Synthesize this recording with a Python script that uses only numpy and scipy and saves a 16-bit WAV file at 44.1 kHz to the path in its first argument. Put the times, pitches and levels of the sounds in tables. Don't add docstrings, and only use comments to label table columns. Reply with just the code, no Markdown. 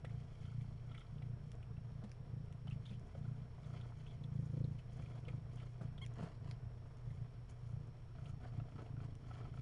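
import sys
import numpy as np
from scipy import signal
from scipy.io import wavfile
from scipy.ndimage import uniform_filter1d

SR = 44100
rng = np.random.default_rng(int(sys.argv[2]) if len(sys.argv) > 2 else 0)


def unload_wav(signal):
    wavfile.write(
        sys.argv[1],
        SR,
        np.round(np.clip(np.atleast_2d(signal).T, -1, 1) * 32767).astype(np.int16),
    )


def boost(x):
    u = np.asarray(x, float) / 20
    return 10 ** u


N = 423915

# frequency in Hz, level in dB per Hz.
VENTILATION = [(9, -40), (22, -2), (69, -6), (120, -8), (170, -19), (217, -23), (327, -28), (443, -25),
               (706, -33), (929, -33), (3020, -45), (4400, -50), (5530, -50), (6010, -56), (10400, -62),
               (11300, -71), (14700, -99)]
# frequency in Hz, level in dB rms.
HUM = [(120, -55.5), (90, -64), (150, -66), (463, -83)]
# frequency in Hz, level in dB rms.
WHINE = [(5000, -100.5), (5599.5, -101.5), (6999.4, -108), (8999.5, -110)]
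# frequency in Hz, offset in Hz, level in dB rms, share of the cycle (0-1).
SENSOR = [(5459.6, 13, -88.5, 1), (7999.5, 0, -99.5, .4), (10509, 15.5, -102, .8)]

# first thump in seconds, rate in pulses per second.
BREATHS = [(0.039, 28.6), (0.413, 29.0), (0.81, 29.3), (1.096, 29.1), (1.675, 28.2), (2.264, 27.9),
           (2.618, 27.2), (2.877, 29.3), (3.147, 29.1), (3.51, 27.0), (3.633, 29.6), (4.145, 28.0),
           (4.824, 28.0), (4.963, 27.4), (5.117, 29.0), (5.235, 27.4), (5.496, 30.3), (5.784, 29.0),
           (6.171, 29.4), (6.422, 28.4), (6.634, 29.5), (7.043, 28.6), (7.35, 28.5), (7.634, 29.0),
           (7.887, 27.0), (8.154, 27.3), (8.548, 28.4), (8.72, 28.0), (8.905, 27.4), (9.197, 28.6),
           (9.409, 27.4)]
# frequency in Hz, length in ms, level in dB.
CHEST = [(142, 12.5, 0), (186, 18, -12), (88, 16, -14)]
# frequency in Hz, length in ms, level in dB.
BELLY = [(120, 14, 0)]
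# frequency in Hz, length in ms, level in dB.
THROAT = [(212, 13, 1), (305, 10, -1), (400, 8, -5), (490, 9, -2)]
# frequency in Hz, length in ms, level in dB.
TURNED_THROAT = [(265, 11, 0), (400, 8, -10)]
TURN_S = [7.9, 8.4]
# time in seconds, share of belly (0-1).
BELLY_SHARE = [
    (0, 0.85),
    (2.2, 0.6),
    (4.4, 0.41),
    (6.6, 0.91),
    (8.2, 0.92),
    (9.61, 0.77),
]
# top in seconds, chest level in dB, rise and fall in seconds.
SWELLS = [(.13, -46, 0.24, .2), (.28, -53, .1, 0.068), (.45, -45.5, 0.054, 0.12), (.56, -43.5, 0.043, .12),
          (.62, -44.5, .1, 0.086), (.7, -48.5, .08, .12), (.88, -52.5, 0.069, 0.18), (1.14, -46, .06, 0.12),
          (1.28, -45, 0.14, 0.12), (1.46, -48.5, 0.1, 0.15), (1.72, -48, 0.07, 0.068),
          (1.8, -49, 0.11, 0.087), (1.97, -50, 0.21, 0.048), (2.21, -49, 0.033, 0.054),
          (2.38, -45.5, 0.15, 0.12), (2.53, -46.5, 0.038, 0.054), (2.71, -42.5, 0.1, 0.12),
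          (2.93, -52.5, 0.22, 0.26), (3.22, -43, 0.07, 0.093), (3.3, -44, 0.11, 0.067),
          (3.4, -46.5, 0.054, 0.081), (3.74, -49.5, 0.26, .25), (4.05, -53, 0.18, 0.13),
          (4.21, -46.5, .07, 0.18), (4.385, -40.5, 0.13, 0.13), (4.61, -39.5, 0.19, 0.18),
          (4.99, -48, 0.15, 0.16), (5.15, -51.5, 0.14, 0.079), (5.33, -44.5, 0.11, .12),
          (5.58, -50.5, 0.26, 0.17), (5.86, -46.5, 0.1, 0.33), (6.24, -49.5, 0.094, 0.03),
          (6.46, -46, 0.12, .15), (6.65, -49.5, .06, 0.054), (6.85, -58, .2, 0.15),
          (7.08, -45.5, 0.042, 0.11), (7.21, -46.5, 0.11, 0.049), (7.42, -58, 0.085, .15),
          (7.64, -49.5, .05, 0.065), (7.74, -46.5, 0.068, .2), (8.03, -56, 0.071, .1),
          (8.22, -48, 0.11, 0.19), (8.32, -47.5, .07, 0.1), (8.58, -42, 0.065, 0.058),
          (8.77, -47.5, 0.063, 0.065), (8.96, -45, 0.1, 0.21), (9.12, -52, .05, 0.033),
          (9.32, -56, 0.21, 0.17), (9.43, -49, 0.077, 0.064), (9.58, -48, 0.16, .2)]
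# time in seconds, knock level in dB.
MOUTH = [(0, -69), (.6, -97), (1.25, -68), (1.6, -89), (2.35, -64), (2.8, -83), (3.7, -75.5), (4.36, -67.5),
         (4.6, -55.5), (4.8, -72), (5.1, -60), (6.0, -70), (6.23, -57), (6.6, -75), (7.7, -70),
         (8.3, -67.5), (8.8, -60.5), (9.61, -64.5)]

# frequency in Hz, width in Hz, level in dB.
AIR_LOW = [(238.6, 49, 7.5), (300, 45, 3.5), (451.7, 105, 7.5), (647, 250, 8.5), (913, 710, 4.5),
           (1330, 22, -13)]
# frequency in Hz, width in Hz, level in dB.
AIR_MIDDLE = [(2250, 600, 1), (3200, 600, 1), (4100, 1200, -3)]
# frequency in Hz, width in Hz, level in dB.
AIR_HIGH = [(6520, 2800, -1), (8700, 2500, -8)]
# middle in seconds, length in seconds, low range in dB,
# middle range in dB against low.
RUSTLES = [(.1, 0.3, -65, -13.5), (0.493, 0.94, -95.5, 18), (0.97, 0.83, -83.5, 1.5),
           (2.665, 0.084, -66, -23), (2.732, 0.11, -75.5, -2), (2.9, 0.25, -75, -2),
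           (3.276, 0.86, -69.5, -12), (3.755, 0.54, -63.5, -11.5), (4.026, 0.61, -74.5, -3),
           (4.54, 0.97, -70.5, -9.5), (4.793, 0.054, -80, 9), (5.024, 0.45, -68.5, -7),
           (5.155, 0.26, -64.5, -13.5), (5.313, 0.19, -64, -14), (5.603, 0.46, -68.5, -7.5),
           (5.84, 0.22, -64, -22), (6.06, 0.089, -85.5, -7), (6.232, 0.25, -54.5, -23),
           (6.504, 0.21, -64, -17), (7.138, 0.34, -70, -11), (7.506, 0.068, -66, -9),
           (7.713, 0.36, -75, -6.5), (8.21, 0.21, -68, -15), (8.28, 0.14, -65, -8.5),
           (8.457, 0.17, -62, -19), (8.567, 0.12, -60, -17.5), (8.786, 0.42, -63.5, -17),
           (9.025, 0.13, -62.5, -14), (9.366, 0.47, -63.5, -11.5), (9.576, 0.14, -68.5, -8)]

# time in seconds, peak in dB, frequency in Hz, t60 in seconds.
BUMPS = [
    (0.044, -52, 507, 0.057),
    (2.036, -38.5, 205, 0.081),
    (2.195, -59, 207, 0.066),
    (2.902, -45.5, 198.5, 0.19),
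    (3.149, -50, 550, 0.061),
    (5.281, -40.5, 490, 0.036),
    (5.81, -43.5, 168, 0.15),
    (6.185, -49, 194, 0.25),
    (6.225, -38.5, 168, 0.17),
    (6.258, -65, 227, 0.052),
]
# time in seconds, peak in dB, centre in Hz.
TICKS = [(0.0458, -51.5, 2000), (0.092, -62.5, 2090), (0.607, -61, 2180), (1.003, -64, 3230),
         (1.6245, -59.5, 2540), (1.764, -67, 2700), (2.0396, -67, 2460), (2.674, -56, 3150),
         (2.707, -57, 2770), (2.716, -63, 2630), (2.853, -57.5, 3220), (2.858, -61, 3640),
         (2.879, -63, 3250), (2.891, -60, 3450), (2.908, -63, 2400), (2.9303, -69, 2850),
         (3.1496, -68, 2300), (3.2241, -72, 3370), (3.64, -64, 3450), (3.8096, -59, 3300),
         (4.0622, -60.5, 2700), (4.2357, -58, 3500), (4.64, -61, 3840), (4.786, -62, 2820),
         (5.019, -59, 2300), (5.056, -59.5, 2460), (5.248, -62, 2880), (5.2805, -49.5, 2280),
         (5.9768, -55.5, 3300), (6.4714, -67, 2850), (7.1008, -64, 1910), (8.2544, -57, 2940),
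         (8.8583, -66, 2840), (9.3776, -81, 2760)]
# start, length and gap in seconds, peak in dB.
LICKS = [
    (0.4, 0.075, 0.025, -63),
    (0.914, 0.095, .0305, -53.5),
    (1.179, 0.08, 0.04, -58.5),
    (5.569, 0.059, 0.029, -57),
]
MOUTH_CAVITY_HZ = [3250, 2120]
# time in seconds, peak in dB, centre in Hz.
SCUFFS = [(0.046, -28, 545), (0.644, -42, 810), (1.218, -39, 576), (2.027, -41, 600), (2.673, -37, 790),
          (3.151, -36.5, 577), (3.921, -42, 920), (5.283, -54, 584), (5.571, -42, 1020), (5.81, -32, 624),
          (5.98, -39, 556), (6.195, -34, 620), (6.227, -33, 624), (6.262, -42, 650), (6.472, -59, 584),
          (6.511, -40, 660), (8.293, -60, 700), (8.598, -38, 630), (8.684, -38, 696), (8.861, -40, 760),
          (9.311, -32, 720), (9.451, -40, 774)]
# start in seconds, length in seconds, peak in dB, centre in Hz.
SHIVERS = [
    (4.57, .09, -64, 550),
    (7.691, .09, -42, 610),
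    (8.404, .09, -42, 670),
    (8.759, .05, -42, 700),
    (9.01, .05, -59, 716),
]
# time in seconds, peak in dB, centre in Hz.
SNAPS = [(0.0486, -59.5, 1900), (1.5177, -56, 5140), (1.5534, -68, 5760), (2.04, -63.5, 2600),
         (2.095, -64, 4200), (2.1166, -58, 4870), (2.6725, -62, 3000), (5.2822, -61, 2500),
         (2.526, -62.5, 5830), (2.701, -63, 4190), (2.996, -65, 5570), (6.052, -62, 5460),
         (6.0633, -53, 5840), (6.139, -65, 5490), (6.5118, -51, 4160), (6.5129, -54, 1900),
         (6.971, -67, 5480), (9.153, -62.5, 5630)]
# middle in seconds, length in seconds, level in dB.
NASAL_PUFFS = [(0.48, 0.2, -74), (0.97, 0.34, -73), (3.275, 0.22, -77), (3.744, .4, -72), (5.067, 0.15, -79),
               (5.643, 0.19, -77), (8.219, 0.36, -80), (8.47, 0.34, -86), (8.77, 0.22, -81), (9.006, 0.15, -87),
               (9.353, .3, -73), (9.565, 0.21, -77)]
# start in seconds, length in seconds, level in dB, cavity in Hz.
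RASPS = [(0.393, .11, -80, 3130), (.91, 0.14, -75, 3180), (0.935, 0.076, -76, 2150),
         (2.701, 0.043, -77, 2800), (2.851, 0.026, -69, 3570), (2.872, .036, -71, 3350),
         (2.895, 0.047, -75, 2400), (2.917, .06, -77, 3150), (4.053, 0.086, -75, 3330),
         (5.1, 0.083, -81, 3340), (5.559, .1, -76, 3100)]
# time in seconds, peak in dB, frequency in Hz, length in seconds.
THUDS = [
    (1.5, -53, 50.5, 0.1),
    (6.501, -53, 44.5, 0.2),
    (7.028, -48, 44.2, 0.11),
    (8.375, -50.5, 55, 0.14),
    (8.545, -52, 45, 0.17),
]
# time in seconds, peak in dB, t60 in seconds.
SCRAPES = [(6.154, -58, 0.086), (6.182, -53.5, 0.13), (6.197, -56, 0.078), (6.217, -56, .08),
           (6.227, -57, 0.14), (6.247, -67, 0.055), (6.261, -65, .1), (6.281, -60, 0.13),
           (6.315, -58.5, .1), (6.344, -60, .15), (6.441, -59, .1), (6.471, -56.5, 0.061), (6.486, -60, .1),
           (5.575, -62, .1), (5.61, -61, .1), (8.433, -61, .08), (8.462, -59, .1), (8.755, -60, .08),
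           (9.04, -59, .08), (9.28, -63, .1), (9.33, -59, .1)]
# frequency in Hz, width in Hz, level in dB.
SCRAPE_BANDS = [(1050, 500, 0), (1700, 900, -2), (2700, 1200, -5), (4000, 1500, -10), (6300, 1500, -17)]
# time in seconds, pitch in Hz, level in dB.
SQUEAK = [
    (6.012, 980, -57),
    (6.025, 1106, -55.5),
    (6.034, 1078, -57.5),
    (6.041, 1074, -59),
    (6.056, 814, -73),
]
SQUEAK_HARMONICS_DB = [4, 9.5, 12, -6, -30, -12, -13, -20, -10]
# time in seconds, peak in dB.
CRUNCHES = [(8.151, -61), (8.1843, -56), (8.2574, -62), (8.2921, -56), (8.3998, -63), (8.434, -70),
            (8.523, -58), (8.5997, -50), (8.7001, -64), (8.7214, -59), (8.7809, -55), (8.7909, -52.5),
            (8.966, -55.5), (9.002, -52.5), (9.0329, -57), (9.241, -61), (9.3133, -50.5), (9.355, -50),
            (9.4135, -56), (9.4519, -55), (9.5395, -54), (9.574, -52)]


def evened(x):
    return x / np.sqrt(np.mean(x ** 2) + 1e-20)


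def seconds(count):
    return np.arange(count) / SR


def curve(rows):
    s, value = np.transpose(rows)
    return np.interp(seconds(N), s, value)


def add(mix, s, sound):
    part = mix[max(round(s * SR), 0):][:len(sound)]
    part += sound[:len(part)]


def peaked(sound, db):
    return boost(db) * sound / abs(sound).max()


def resonate(x, hz, width):
    return signal.lfilter(*signal.iirpeak(hz, hz / width, SR), x)


def band(x, hz, width):
    return resonate(resonate(x, hz, width), hz, 1.05 * width)


def drift(hz):
    size = int(SR / hz)
    return evened(uniform_filter1d(uniform_filter1d(rng.standard_normal(N), size), size))


def room():
    frames, hz = N // 512 + 5, np.fft.rfftfreq(2048, 1 / SR)
    real, imaginary, patches = rng.standard_normal((frames, 1025, 3)).T
    patches = evened(uniform_filter1d(uniform_filter1d(patches, 15, 0), 6, 1))
    f, db = np.transpose(VENTILATION)
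    colour = np.interp(np.log(hz + 1), np.log(f + 1), db)[:, None]
    spectrum = (real + 1j * imaginary) * boost(colour + 0.67 * patches)
    noise = signal.istft(spectrum, nperseg=2048, noverlap=1536)[1][:N]
    return boost(-56) * evened(noise)


def tones(lines, waver_db, waver_hz):
    t, out = seconds(N), 0
    for k, (hz, db) in enumerate(lines):
        level = boost(db + waver_db * drift(waver_hz))
        out += np.sqrt(2) * level * np.sin(2 * np.pi * hz * t + k)
    return out


def sensor():
    t, out = seconds(N), 0
    cycle = t * 30 % 1
    for hz, offset, db, on in SENSOR:
        out += np.sqrt(2) * boost(db) * (cycle < on) * np.sin(2 * np.pi * (hz * t + offset * cycle / 30))
    return out


def pulses():
    lead_s, jitter_s, uneven_db = .006, .0005, 1.0
    train, luck = np.zeros(N), rng.standard_normal((len(BREATHS), 30, 2))
    ends = [s for s, _ in BREATHS[1:]] + [N / SR]
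    for (s, rate), end, chance in zip(BREATHS, ends, luck):
        at = s - lead_s + np.arange(30) / rate + jitter_s * chance[:, 0]
        inside = (at > 0) & (at < end - .025)
        train[(at[inside] * SR).astype(int)] = boost(uneven_db * chance[inside, 1])
    return train


def puffs(train, size):
    return evened(signal.oaconvolve(train, signal.windows.hann(size))[:N])


def ring(train, modes):
    ms, shape = seconds(3000) * 1000, 0
    for hz, length, db in modes:
        envelope = ms / length * np.exp(-(ms / length) ** 2)
        shape -= boost(db) * envelope * np.sin(2 * np.pi * hz * ms / 1000)
    return evened(signal.oaconvolve(train, shape)[:N])


def effort():
    t = np.arange(0, N + 64, 64)[:, None] / SR
    top, db, rise, fall = np.transpose(SWELLS)
    away = np.maximum((top - t) / rise, (t - top) / fall)
    arches = db - 14 * away ** 2
    return np.repeat(arches.max(axis=1), 64)[:N]


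def purr(train):
    chest_db = uniform_filter1d(effort(), size=400)
    deep = curve(BELLY_SHARE)
    thump = np.sqrt(1 - deep) * ring(train, CHEST) + np.sqrt(deep) * ring(train, BELLY)
    uneven = train * boost(1.5 * rng.standard_normal(N))
    turned = np.interp(seconds(N), TURN_S, [0, 1])
    knock = (1 - turned) * ring(uneven, THROAT) + turned * ring(uneven, TURNED_THROAT)
    knock_db = curve(MOUTH) + 0.61 * (chest_db + 45.5)
    return boost(chest_db) * thump + boost(knock_db) * knock


def brushing():
    nose_db = np.array([-70, -86, -94])
    power = np.ones(N) * boost(nose_db)[:, None] ** 2
    for s, length, db, middle_db in RUSTLES:
        bell = signal.windows.hann(round(length * SR)) ** 2
        for row, rel_db in zip(power, (0, middle_db, middle_db - 7.5)):
            add(row, s - length / 2, boost(db + rel_db) ** 2 * bell)
    return np.sqrt(power)


def air(train):
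    puffed = 0.091
    gusts, shared_db, out = puffs(train, 700), 1.2 * drift(40), 0
    for gain, group in zip(brushing(), (AIR_LOW, AIR_MIDDLE, AIR_HIGH)):
        grit = boost(shared_db + 3.2 * drift(200) + 1.8 * drift(40))
        drive = rng.standard_normal(N) * (puffed * gusts + (1 - puffed) * evened(grit))
        out += gain * evened(sum(boost(db) * evened(band(drive, hz, width)) for hz, width, db in group))
    return out


def bump(db, hz, t60):
    t = seconds(6000)
    knock = np.sin(2 * np.pi * hz * t) + resonate(rng.standard_normal(len(t)), 500, 300)
    return boost(db + 2 - 60 * t / t60) * (1 - np.exp(-t / 0.0044)) * knock


def tick(db, hz):
    t = seconds(4000)
    t60 = 92 / hz
    burst = rng.standard_normal(len(t)) * boost(-60 * t / t60) * (1 - np.exp(-(t / .003) ** 2))
    bands = [(hz, 580, .8), (5400 - hz, 420, -9), (1330, 250, -10), (7800, 5000, -15.5)]  # Hz, width Hz, dB
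    return sum(peaked(band(burst, f, width), db + rel_db) for f, width, rel_db in bands)


def tongue():
    rows = list(TICKS)
    for start, length, gap, db in LICKS:
        for k, s in enumerate(np.arange(0, length, gap)):
            rows.append((start + s, db - 30 * (s / length - .5) ** 2, MOUTH_CAVITY_HZ[k % 2]))
    return rows


def scuff(db, hz):
    t = seconds(3000)
    burst = (rng.standard_normal(len(t)) + 6 * boost(-60 * t / .003)) * boost(-60 * t / .045)
    body = band(burst, hz, 250) + .5 * band(burst, 690, 250) + 1.1 * band(burst, 1340, 200)
    return peaked(body, db - 14)


def fleece():
    rows = list(SCUFFS)
    for start, length, db, hz in SHIVERS:
        for s in np.arange(0, length, .036):
            rows.append((start + s, db, hz))
    return rows


def snap(db, hz):
    t = seconds(2000)
    burst = rng.standard_normal(len(t)) * (boost(-60 * t / .004) + .12 * boost(-60 * t / .04))
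    click = resonate(burst, hz, 1100) + 0.16 * band(burst, 8900, 1700) + 0.87 * band(burst, 2360, 3000)
    return peaked(click, db + 7)


def nasal(train):
    gain, puffed = np.zeros(N), .75
    for s, length, db in NASAL_PUFFS:
        add(gain, s - length / 2, boost(db) * signal.windows.hann(round(length * SR)))
    breath = rng.standard_normal(N) * (puffed * puffs(train, 800) + 1 - puffed)
    return gain * evened(band(breath, 1350, 160))


def rasp(length, db, hz):
    size = round(length * SR)
    grains = np.repeat(boost(5 * rng.standard_normal(120)), 70)[:size]
    drag = rng.standard_normal(8400)[:size] * grains
    return boost(db) * signal.windows.tukey(size, .4) * evened(band(drag, hz, 450))


def thud(db, hz, length):
    t = seconds(round(length * SR))
    return boost(db) * signal.windows.hann(len(t)) * np.sin(2 * np.pi * hz * t)


def scrape(db, t60):
    t = seconds(5000)
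    grains = np.repeat(boost(5.5 * rng.standard_normal(100)), 50)
    burst = rng.standard_normal(len(t)) * grains * boost(-60 * t / t60) * (1 - np.exp(-t / .003))
    body = sum(boost(rel_db) * evened(band(burst, hz, width)) for hz, width, rel_db in SCRAPE_BANDS)
    return peaked(body, db)


def squeak():
    s, hz, db = np.transpose(SQUEAK)
    t = np.arange(s[0], s[-1], 1 / SR)
    turns, stack = np.cumsum(np.interp(t, s, hz)) / SR, 0
    for k, harmonic_db in enumerate(SQUEAK_HARMONICS_DB, 1):
        stack += boost(harmonic_db) * np.sin(2 * np.pi * k * turns)
    return boost(np.interp(t, s, db)) * evened(stack) * signal.windows.tukey(len(t), .3)


def crunch(db):
    t = seconds(3000)
    burst = (rng.standard_normal(len(t)) + 4 * boost(-60 * t / .003)) * boost(-60 * t / .055)
    body = band(burst, 1340, 200) + .5 * band(burst, 690, 200)
    body += .3 * band(burst, 1020, 250) + .2 * band(burst, 2300, 1400)
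    return peaked(body, db)


def echoes(near):
    t = seconds(4000)
    walls = rng.standard_normal(len(t)) * boost(-60 * t / .09) * (t > .003)
    return boost(-12) * signal.oaconvolve(near, walls / np.linalg.norm(walls))[:N]


def scene():
    train, near = pulses(), np.zeros(N)
    layers = [(bump, BUMPS), (tick, tongue()), (scuff, fleece()), (snap, SNAPS), (rasp, RASPS),
              (thud, THUDS), (scrape, SCRAPES), (crunch, CRUNCHES)]
    for source, events in layers:
        for s, *settings in events:
            add(near, s, source(*settings))
    add(near, SQUEAK[0][0], squeak())
    near += air(train) + nasal(train)
    hum = tones(HUM, waver_db=2.6, waver_hz=9)
    whine = tones(WHINE, waver_db=2, waver_hz=4.4)
    return (purr(train) + near + echoes(near) + room() + hum + whine + sensor())[None]


def low_pass(x):
    return signal.sosfilt(signal.butter(12, 11440, fs=SR, output="sos"), x)


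def record(dry):
    limited = signal.oaconvolve(dry, signal.firwin(255, 11000, fs=SR)[None], "same")
    hiss = boost(-93.5) * rng.standard_normal(dry.shape)
    return low_pass(limited + hiss)


dry = scene()
out = record(dry)
unload_wav(out)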